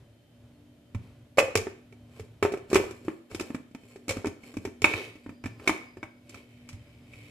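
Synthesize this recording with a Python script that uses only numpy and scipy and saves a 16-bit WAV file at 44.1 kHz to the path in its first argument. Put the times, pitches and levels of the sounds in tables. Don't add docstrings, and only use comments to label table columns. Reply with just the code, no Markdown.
import sys
import numpy as np
from scipy import signal
from scipy.fft import rfft, irfft
from scipy.io import wavfile

SR = 44100
rng = np.random.default_rng(int(sys.argv[2]) if len(sys.argv) > 2 else 0)


def digitize_waveform(pressure):
    field = np.atleast_2d(pressure).T
    bounded = np.clip(field, -1, 1)
    quanta = np.round(bounded * 32767).astype(np.int16)
    wavfile.write(sys.argv[1], SR, quanta)


N = 322194

# part, mode_hz, relative_level_db, t60_s, left_over_right_db, left_lead_ms
BODY = [(0, 45.5, 3.5, 0.1, 0, .01), (0, 85.2, -4.5, 0.22, 2, 0.011), (0, 101.8, 4.5, 0.19, -1.5, .01),
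        (0, 183, -16.5, 0.35, -5.5, 0.012), (1.998, 650, -5.5, 0.11, -12.5, 0.018),
        (2, 902, -9, 0.081, 4.5, .05), (1.998, 1031, 4, 0.021, -4.5, 0.12), (2, 1185, -2, 0.039, 5, 0.056),
        (2, 1310, 1, 0.04, -3, 0.071), (2, 1557, -0.5, 0.033, 6.5, 0.16),
        (2.002, 1750, -1, 0.061, -11, .08), (2.999, 1990, -6, 0.12, -6.5, 0.045),
        (3, 2219, 4, 0.077, 0.5, 0.025), (3.001, 2318, 2.5, 0.084, -5.5, 0.054),
        (3.002, 2422, -5.5, 0.084, -3.5, 0.082), (3, 2520, 0.5, 0.05, -22, 0.043),
        (3, 3010, -5.5, 0.089, -0.5, .05), (3, 2935, -3.5, 0.099, -1, 0.099),
        (3, 3657, -6, 0.088, -19, 0.039), (4, 4253, -7, 0.033, -8.5, 0.023),
        (4, 5055, -7.5, 0.12, -5.5, 0.077), (3.999, 5454, -11, 0.08, -9.5, 0.054),
        (4, 6170, -19, 0.076, 12, 0.055), (3.998, 7197, -3.5, 0.064, -11, 0.072),
        (3.998, 7650, -5, 0.099, -9, 0.046)]


def from_db(db):
    return 10 ** (np.asarray(db) / 20)


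def rms_one(x):
    return x / np.sqrt(np.mean(x ** 2) + 1e-20)


def in_time(rows):
    return np.interp(np.arange(N) / SR, *np.transpose(rows))


def at_hz(points, hz):
    table_hz, values = np.array(points).T
    return np.interp(np.log(hz), np.log(table_hz), values)


def resonance(x, hz, width_hz):
    r = np.exp(-np.pi * width_hz / SR)
    zeros = [(1 - r * r) / 2, 0, (r * r - 1) / 2]
    poles = [1, -2 * r * np.cos(2 * np.pi * hz / SR), r * r]
    return signal.lfilter(zeros, poles, x)


def bands(size):
    # hz, left_right_likeness (clipped to 0..1 below)
    likeness = [(60, 0.9), (180, 0.77), (550, 0.56), (1650, -0.71), (4970, 0.0016), (15000, -1.7)]
    edges_hz = 60 * 2 ** np.arange(0, 8.1, .5)
    white = rng.standard_normal((2, 2, size))
    for k, (low_hz, high_hz) in enumerate(zip(edges_hz, edges_hz[1:])):
        band_pass = signal.butter(2, [low_hz, high_hz], "band", fs=SR, output="sos")
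        mid, side = signal.sosfilt(band_pass, white[k % 2])
        centre_hz = np.sqrt(low_hz * high_hz)
        alike = np.clip(at_hz(likeness, centre_hz), 0, 1)
        yield centre_hz, np.sqrt(1 + alike) * mid + np.sqrt(1 - alike) * side * [[1], [-1]]


def decay(t, t60_s):
    return from_db(-60 * t / max(t60_s, .004))


def swell(t, hz):
    swell_cycles = 0.63
    return 1 - np.exp(-t * hz / swell_cycles)


def burst(grit_spectrum, colour_gain, t, t60_s):
    noise = rms_one(irfft(grit_spectrum * colour_gain, len(t)))
    return noise * decay(t, t60_s) * swell(t, 1600)


def stroke_db(s, hold_s, rise_db_per_s, fall_db_per_s):
    t = np.arange(N) / SR
    rise_db = rise_db_per_s * (t - s)
    fall_db = fall_db_per_s * (s + hold_s - t)
    return np.minimum(0, np.minimum(rise_db, fall_db))


def background():
    # time_s, level_db
    rumble_level = [(0.0, -51.5), (0.2, -64), (0.45, -54.5), (0.85, -61), (1.04, -49), (1.35, -59.5),
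                    (1.9, -56.5), (2.9, -51), (3.3, -75), (3.9, -63), (4.8, -59), (5.11, -58.5),
                    (5.35, -72), (5.5, -47), (5.7, -59.5), (6.43, -60), (6.74, -53), (7.31, -53.5)]
    # hz, width_hz, relative_level_db
    rumble_peaks = [(35.8, 17, -2.5), (79.4, 10, 11), (110.6, 7.9, 17.5), (123, 8.6, -3.5),
                    (165, 18, -23.5)]
    # hz, width_hz, level_db
    hum_peaks = [(242, 3.1, -59), (291, 4, -66.5), (578, 14, -73), (3080, 20, -81.5), (4300, 12, -91.5)]
    # full_level_s, hold_s, hz, level_db
    whistles = [(5.282, 0.11, 4750, -80), (5.636, .22, 4930, -71), (6.8, 0.24, 4980, -81)]
    # hz, relative_db_per_hz
    hiss_colour = [(88, -36), (150, -5), (189, -13), (243, -2.5), (393, -13.5), (578, -12), (991, -43.5),
                   (1270, -18.5), (1510, -25.5), (3090, -23), (3670, -30.5), (13600, -36.5), (15000, -57)]
    hiss_db = -64
    whistle_width_hz, whistle_fade_db_per_s = 60, 49.5

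    white = rng.standard_normal(N)
    rumble = sum(from_db(level_db) * rms_one(resonance(white, hz, width_hz))
                 for hz, width_hz, level_db in rumble_peaks)
    tones = 0
    for hz, width_hz, level_db in hum_peaks:
        narrow = resonance(resonance(white, hz, width_hz), hz, width_hz)
        tones = tones + from_db(level_db) * rms_one(narrow)
    for s, hold_s, hz, level_db in whistles:
        whistle = resonance(resonance(white, hz, whistle_width_hz), hz, whistle_width_hz)
        fade_db = stroke_db(s, hold_s, whistle_fade_db_per_s, whistle_fade_db_per_s)
        tones = tones + from_db(level_db + fade_db) * rms_one(whistle)
    hiss = sum(from_db(at_hz(hiss_colour, hz)) * band for hz, band in bands(N) if hz > 140)
    return from_db(in_time(rumble_level)) * rms_one(rumble) + tones + from_db(hiss_db) * rms_one(hiss)


def blows():
    # start_s, bowl_air_pitch_hz, table_db, bowl_air_db,
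    # lid_plate_db, wall_db, crack_db, wall_pitch_hz
    blow_table = [(0.947, 236, -22.5, -28, -41, -43.5, -56.5, 2190),
                  (1.373, 490, -39, -30.5, -36, -37.5, -40, 2275),
                  (1.383, 556, -34, -9.5, -10, -22, -31.5, 2154),
                  (1.388, 575, -32.5, -39, -22.5, -19.5, -25, 2505),
                  (1.401, 461, -45.5, -18.5, -31.5, -25, -42.5, 2540),
                  (1.427, 510, -37, -21.5, -54, -48, -45, 2540),
                  (1.457, 532, -55, -31.5, -50, -53, -60, 2540),
                  (1.483, 500, -51, -31, -55, -58, -65, 2540), (1.503, 520, -50, -37, -55, -59, -60, 2540),
                  (1.554, 445, -26.5, -17.5, -22.5, -26, -26.5, 2260),
                  (1.573, 406, -34, -25.5, -36, -33.5, -30.5, 2360),
                  (1.586, 447, -35, -30, -51, -51, -52, 2350), (1.615, 414, -36, -31, -47, -56, -49, 2350),
                  (1.669, 381.6, -44, -25, -34.5, -65, -57, 2260),
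                  (1.925, 389, -53, -50, -60, -56, -64, 2305),
                  (2.196, 436, -34.5, -34, -49, -51.5, -53, 2210),
                  (2.426, 404, -29.5, -15.5, -19, -29, -37, 2350),
                  (2.45, 400, -41, -17.5, -24, -43, -43.5, 2250),
                  (2.521, 390, -52, -30.5, -57, -50, -49, 2340),
                  (2.538, 390, -57, -24, -34.5, -41.5, -53, 2300),
                  (2.573, 410, -58, -34.5, -53, -53, -57, 2340),
                  (2.701, 256, -75, -38, -67.5, -71, -50, 2200),
                  (2.715, 420, -58, -29, -41, -68, -56, 1980), (2.73, 371, -30, -15, -28, -39, -34, 2320),
                  (2.744, 346, -42, -24, -28.5, -53, -29.5, 2240),
                  (2.756, 384, -26, -14.5, -15.5, -23, -28, 2520),
                  (2.799, 380, -37, -21, -37, -57, -56, 2480),
                  (2.839, 445, -47, -29.5, -51, -60, -53, 2370),
                  (2.909, 357, -46, -36.5, -47.5, -49.5, -50.5, 2350),
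                  (3.014, 302, -62, -46, -69, -92, -91, 2190), (3.05, 360, -45, -43, -66, -68, -63, 2240),
                  (3.081, 333, -45, -21.5, -32.5, -73, -57, 2310),
                  (3.313, 386, -37, -38.5, -44.5, -53, -53, 2330),
                  (3.347, 338, -36, -27, -41.5, -62, -40.5, 2240),
                  (3.397, 315, -48, -30.5, -32, -39, -40, 2520),
                  (3.408, 337, -39, -25.5, -39, -59, -40.5, 2310),
                  (3.503, 269, -50, -25.5, -42.5, -57, -63, 2560),
                  (3.546, 260, -46, -23.5, -34, -45, -50, 2410),
                  (3.603, 282, -57, -40.5, -68, -75, -75, 2350),
                  (3.712, 243, -65, -44, -70, -67, -72, 2100),
                  (3.748, 260, -54, -31, -45, -51.5, -58, 2460),
                  (3.835, 253, -54, -40.5, -66, -64, -70, 2580),
                  (3.959, 382, -50, -37, -51, -63, -59.5, 2320),
                  (4.081, 289, -49, -29.5, -42.5, -44, -41, 2380),
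                  (4.092, 527, -28, -32, -33.5, -31.5, -30, 2270),
                  (4.108, 518, -41, -26.5, -32.5, -39.5, -35, 2600),
                  (4.169, 264, -32, -24, -37, -56, -53, 2320),
                  (4.245, 399, -47, -24.5, -32.5, -51.5, -54, 2310),
                  (4.257, 333, -35.5, -29, -35, -40, -46, 2200),
                  (4.269, 279, -33, -25, -35, -51.5, -43, 2190),
                  (4.435, 244, -55, -45, -63, -52, -60.5, 2294),
                  (4.54, 291, -50.5, -38.5, -45, -64, -56, 2210),
                  (4.569, 278, -32.5, -24.5, -41, -46, -49, 2387),
                  (4.651, 387, -34, -26.5, -34, -42, -44, 2293),
                  (4.674, 285, -44, -33, -46, -62, -58.5, 2330),
                  (4.819, 419, -33, -29, -36.5, -38, -36.5, 2320),
                  (4.843, 333, -46.5, -18, -11.5, -12, -29, 2265),
                  (4.856, 313, -35.5, -30.5, -42.5, -29, -38.5, 2470),
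                  (4.937, 308, -29, -35, -29, -26.5, -46, 2490),
                  (5.155, 293, -55, -42, -66, -51.5, -64, 2120),
                  (5.262, 283, -41, -35, -42.5, -69, -71, 2220),
                  (5.292, 260, -41, -30.5, -42.5, -54, -62, 2300),
                  (5.324, 268, -57, -41, -82, -74.5, -73, 2250),
                  (5.439, 326, -31.5, -35.5, -37.5, -44.5, -52, 2280),
                  (5.458, 263, -55, -30.5, -35, -40.5, -47.5, 2390),
                  (5.597, 289, -50, -45, -45, -58, -63, 2400),
                  (5.675, 358, -49, -22, -20.5, -21, -29.5, 2270),
                  (5.693, 306, -36, -19.5, -22, -25, -39.5, 2250),
                  (5.97, 354, -47, -34, -48, -64, -63.5, 2530),
                  (6.029, 321, -46, -32.5, -34, -40, -56.5, 2200),
                  (6.294, 330, -57, -46, -56.5, -72.5, -50, 2380),
                  (6.344, 246, -44, -46, -45, -51, -53.5, 2280),
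                  (6.689, 239, -64.5, -56, -49, -60, -48, 2500),
                  (6.729, 242, -37, -67, -53.5, -67, -57, 2510),
                  (7.135, 242, -48, -61, -56, -49, -66, 2380)]
    # pitch_multiple, relative_level_db, t60_s
    bowl_air = [(.68, -15, 0.17), (0.862, -14.5, 0.15), (1.013, 5, 0.08), (1.18, 8, 0.013),
                (1.421, -1.5, 0.014)]
    # hz, relative_db_per_hz
    crack_colour = [(1470, -22), (2500, 0), (2780, -8.5), (3350, -9), (4870, -12.5), (5330, -7.5),
                    (7190, -10), (13200, -20.5), (15000, -32.5)]
    # hz, relative_db_per_hz
    clatter_colour = [(300, -26.5), (600, 10.5), (1200, 2.5), (2300, 3.5), (3600, -13.5), (5000, -35.5)]
    # time_s, damping_factor
    grip = [(0, 1.6), (1.4, 1.7), (2.4, 1.23), (3.0, 1.52), (3.6, 1.6), (4.1, 1.4), (4.8, 1.8), (5.7, 1.3),
            (7.3, 1.3)]
    grip_per_db = 0.0065
    crack_db, crack_t60_s = 3, 0.14
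    clatter_db, clatter_t60_s = -8.5, 0.17
    scatter_db, detune = 2.5, .006
    plate_favours_hz, plate_loss_db_per_octave = 1060, 11.5
    wall_loss_db_per_octave, wall_loss_most_db = 43.5, 15

    out = np.zeros((2, N + SR))
    t = np.arange(8192) / SR
    hz = np.maximum(np.fft.rfftfreq(len(t), 1 / SR), 1)
    crack_gain = from_db(at_hz(crack_colour, hz))
    clatter_gain = from_db(at_hz(clatter_colour, hz))
    luck = rng.standard_normal((len(blow_table), 2, len(BODY) + len(bowl_air)))
    for (s, pitch_hz, *parts_db, wall_hz), (harder, detuned) in zip(blow_table, luck):
        damping = np.interp(s, *np.transpose(grip)) - grip_per_db * max(parts_db)
        modes = BODY + [(1, k * pitch_hz, level_db, t60_s, -.4, .02) for k, level_db, t60_s in bowl_air]

        grain_gain = from_db(3 * rng.standard_normal(256)).repeat(32)
        grit = rfft(rng.standard_normal((2, len(t))) * grain_gain)
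        crack = burst(grit, crack_gain, t, crack_t60_s / damping)
        sound = from_db(parts_db[4] + crack_db) * crack
        clatter = burst(grit[0] + grit / 2, clatter_gain, t, clatter_t60_s / damping)
        sound += from_db(max(parts_db[2:4]) + clatter_db) * clatter

        for k, (part, mode_hz, level_db, t60_s, pan_db, lead_ms) in enumerate(modes):
            part = round(part)
            level_db = level_db + parts_db[part] + scatter_db * harder[k]
            if part == 2:
                level_db -= plate_loss_db_per_octave * abs(np.log2(mode_hz / plate_favours_hz))
            if part == 3:
                loss_db = wall_loss_db_per_octave * abs(np.log2(mode_hz / wall_hz))
                level_db -= min(loss_db, wall_loss_most_db)
            n = min(len(t), int(t60_s / damping * SR * 2 / 3))
            turn = 2 * np.pi * mode_hz * (1 + detune * detuned[k])
            phase = turn * (t[:n] + np.array([[lead_ms], [0]]) / 1000)
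            sign = 1 if part == 1 else (-1) ** k
            sides = sign * from_db([[level_db + pan_db / 2], [level_db - pan_db / 2]])
            envelope = decay(t[:n], t60_s / damping) * swell(t[:n], mode_hz)
            sound[:, :n] += sides * envelope * np.sin(phase)
        at = round(s * SR)
        out[:, at:at + len(t)] += sound
    return out[:, :N]


def rubbing():
    # full_level_s, rise_db_per_s, hold_s, dull_db, wall_db, rim_db
    strokes = [(1.033, 160, 0.053, -69, -69, -83), (2.17, 159, 0.012, -56.5, -61.5, -68.5),
               (2.709, 900, 0.098, -43, -53, -53), (2.933, 173, 0.05, -70, -75, -66.5),
               (3.06, 200, 0.034, -58.5, -63, -65.5), (3.307, 1499, 0.17, -52, -60, -63.5),
               (3.884, 146, 0.044, -60.5, -62, -65.5), (4.16, 156, 0.035, -49, -63.5, -66),
               (4.435, 600, 0.058, -56.5, -57.5, -62.5), (4.62, 162, .04, -61.5, -72, -68),
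               (4.88, 903, .11, -40, -40, -73), (5.24, 157.5, 0.038, -76, -67, -75),
               (5.665, 182, 0.05, -45.5, -57, -65), (5.72, 894, .03, -58, -53.5, -65),
               (6.329, 200, 0.047, -56.5, -56.5, -71), (6.503, 160, 0.48, -85, -65.5, -82),
               (7.15, 103, .16, -64.5, -58, -69.5)]
    rub_part_db = [0, 0, -14.5, 1.5, -11.5]
    slips_per_s, slip_spread_db = 600, -0.5
    fall_db_per_s = 131.5

    trains = (rng.random((2, N)) < slips_per_s / SR) * rng.choice([-1, 1], (2, N))
    trains = trains * from_db(slip_spread_db * np.minimum(rng.exponential(1, (2, N)), 4))
    mid, side = trains
    slips = mid + 1.1 * side * [[1], [-1]] + 1e-18
    left = slips[0]
    dull = resonance(left, 390, 150) + 0.45 * resonance(left, 440, 110)
    wall, rim = 0, 0
    for part, hz, level_db, t60_s, *_ in BODY:
        part = round(part)
        gain = from_db(level_db + rub_part_db[part])
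        if part == 2:
            dull = dull + gain * resonance(left, hz, 0.96 / t60_s)
        if part == 3:
            wall = wall + gain * resonance(slips, hz, 6.0 / t60_s)
        if part == 4:
            rim = rim + gain * resonance(slips, hz, 6.8 / t60_s)
    rim = rms_one(rim) + 0.53 * rms_one(resonance(slips, 8000, 7000))

    levels_db = np.full((3, N), -200.)
    for s, rise_db_per_s, hold_s, *stroke_levels_db in strokes:
        shape_db = stroke_db(s, hold_s, rise_db_per_s, fall_db_per_s)
        levels_db = np.maximum(levels_db, np.add.outer(stroke_levels_db, shape_db))
    dull_gain, wall_gain, rim_gain = from_db(levels_db)
    return dull_gain * rms_one(dull) + wall_gain * rms_one(wall) + rim_gain * rms_one(rim)


def kitchen(x):
    # hz, t60_s
    room_t60 = [(100, 0.33), (400, 0.38), (2000, 0.5), (6000, 0.38), (14000, .3)]
    # hz, relative_level_db
    room_colour = [(100, -14), (400, -12.5), (2000, -13.5), (6000, -11), (14000, -10.5)]
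    t = np.arange(int(.8 * SR)) / SR
    tail = 0
    for hz, band in bands(len(t)):
        tail = tail + from_db(at_hz(room_colour, hz)) * band * decay(t, at_hz(room_t60, hz))
    tail = tail * np.minimum(t / 0.004, 1) / np.sqrt(0.017 * SR)
    mono = x.mean(axis=0)[None]
    return signal.fftconvolve(mono, tail, axes=1)[:, :N]


def scene():
    chopper = blows() + rubbing()
    return chopper + kitchen(chopper) + background()


def record(dry):
    cutoff_hz = 15200
    thin = signal.sosfilt(signal.butter(1, 25, "high", fs=SR, output="sos"), dry)
    top_cut = signal.cheby2(14, 55, cutoff_hz, fs=SR, output="sos")
    return signal.sosfilt(top_cut, np.tanh(thin))


dry = scene()
out = record(dry)
digitize_waveform(out)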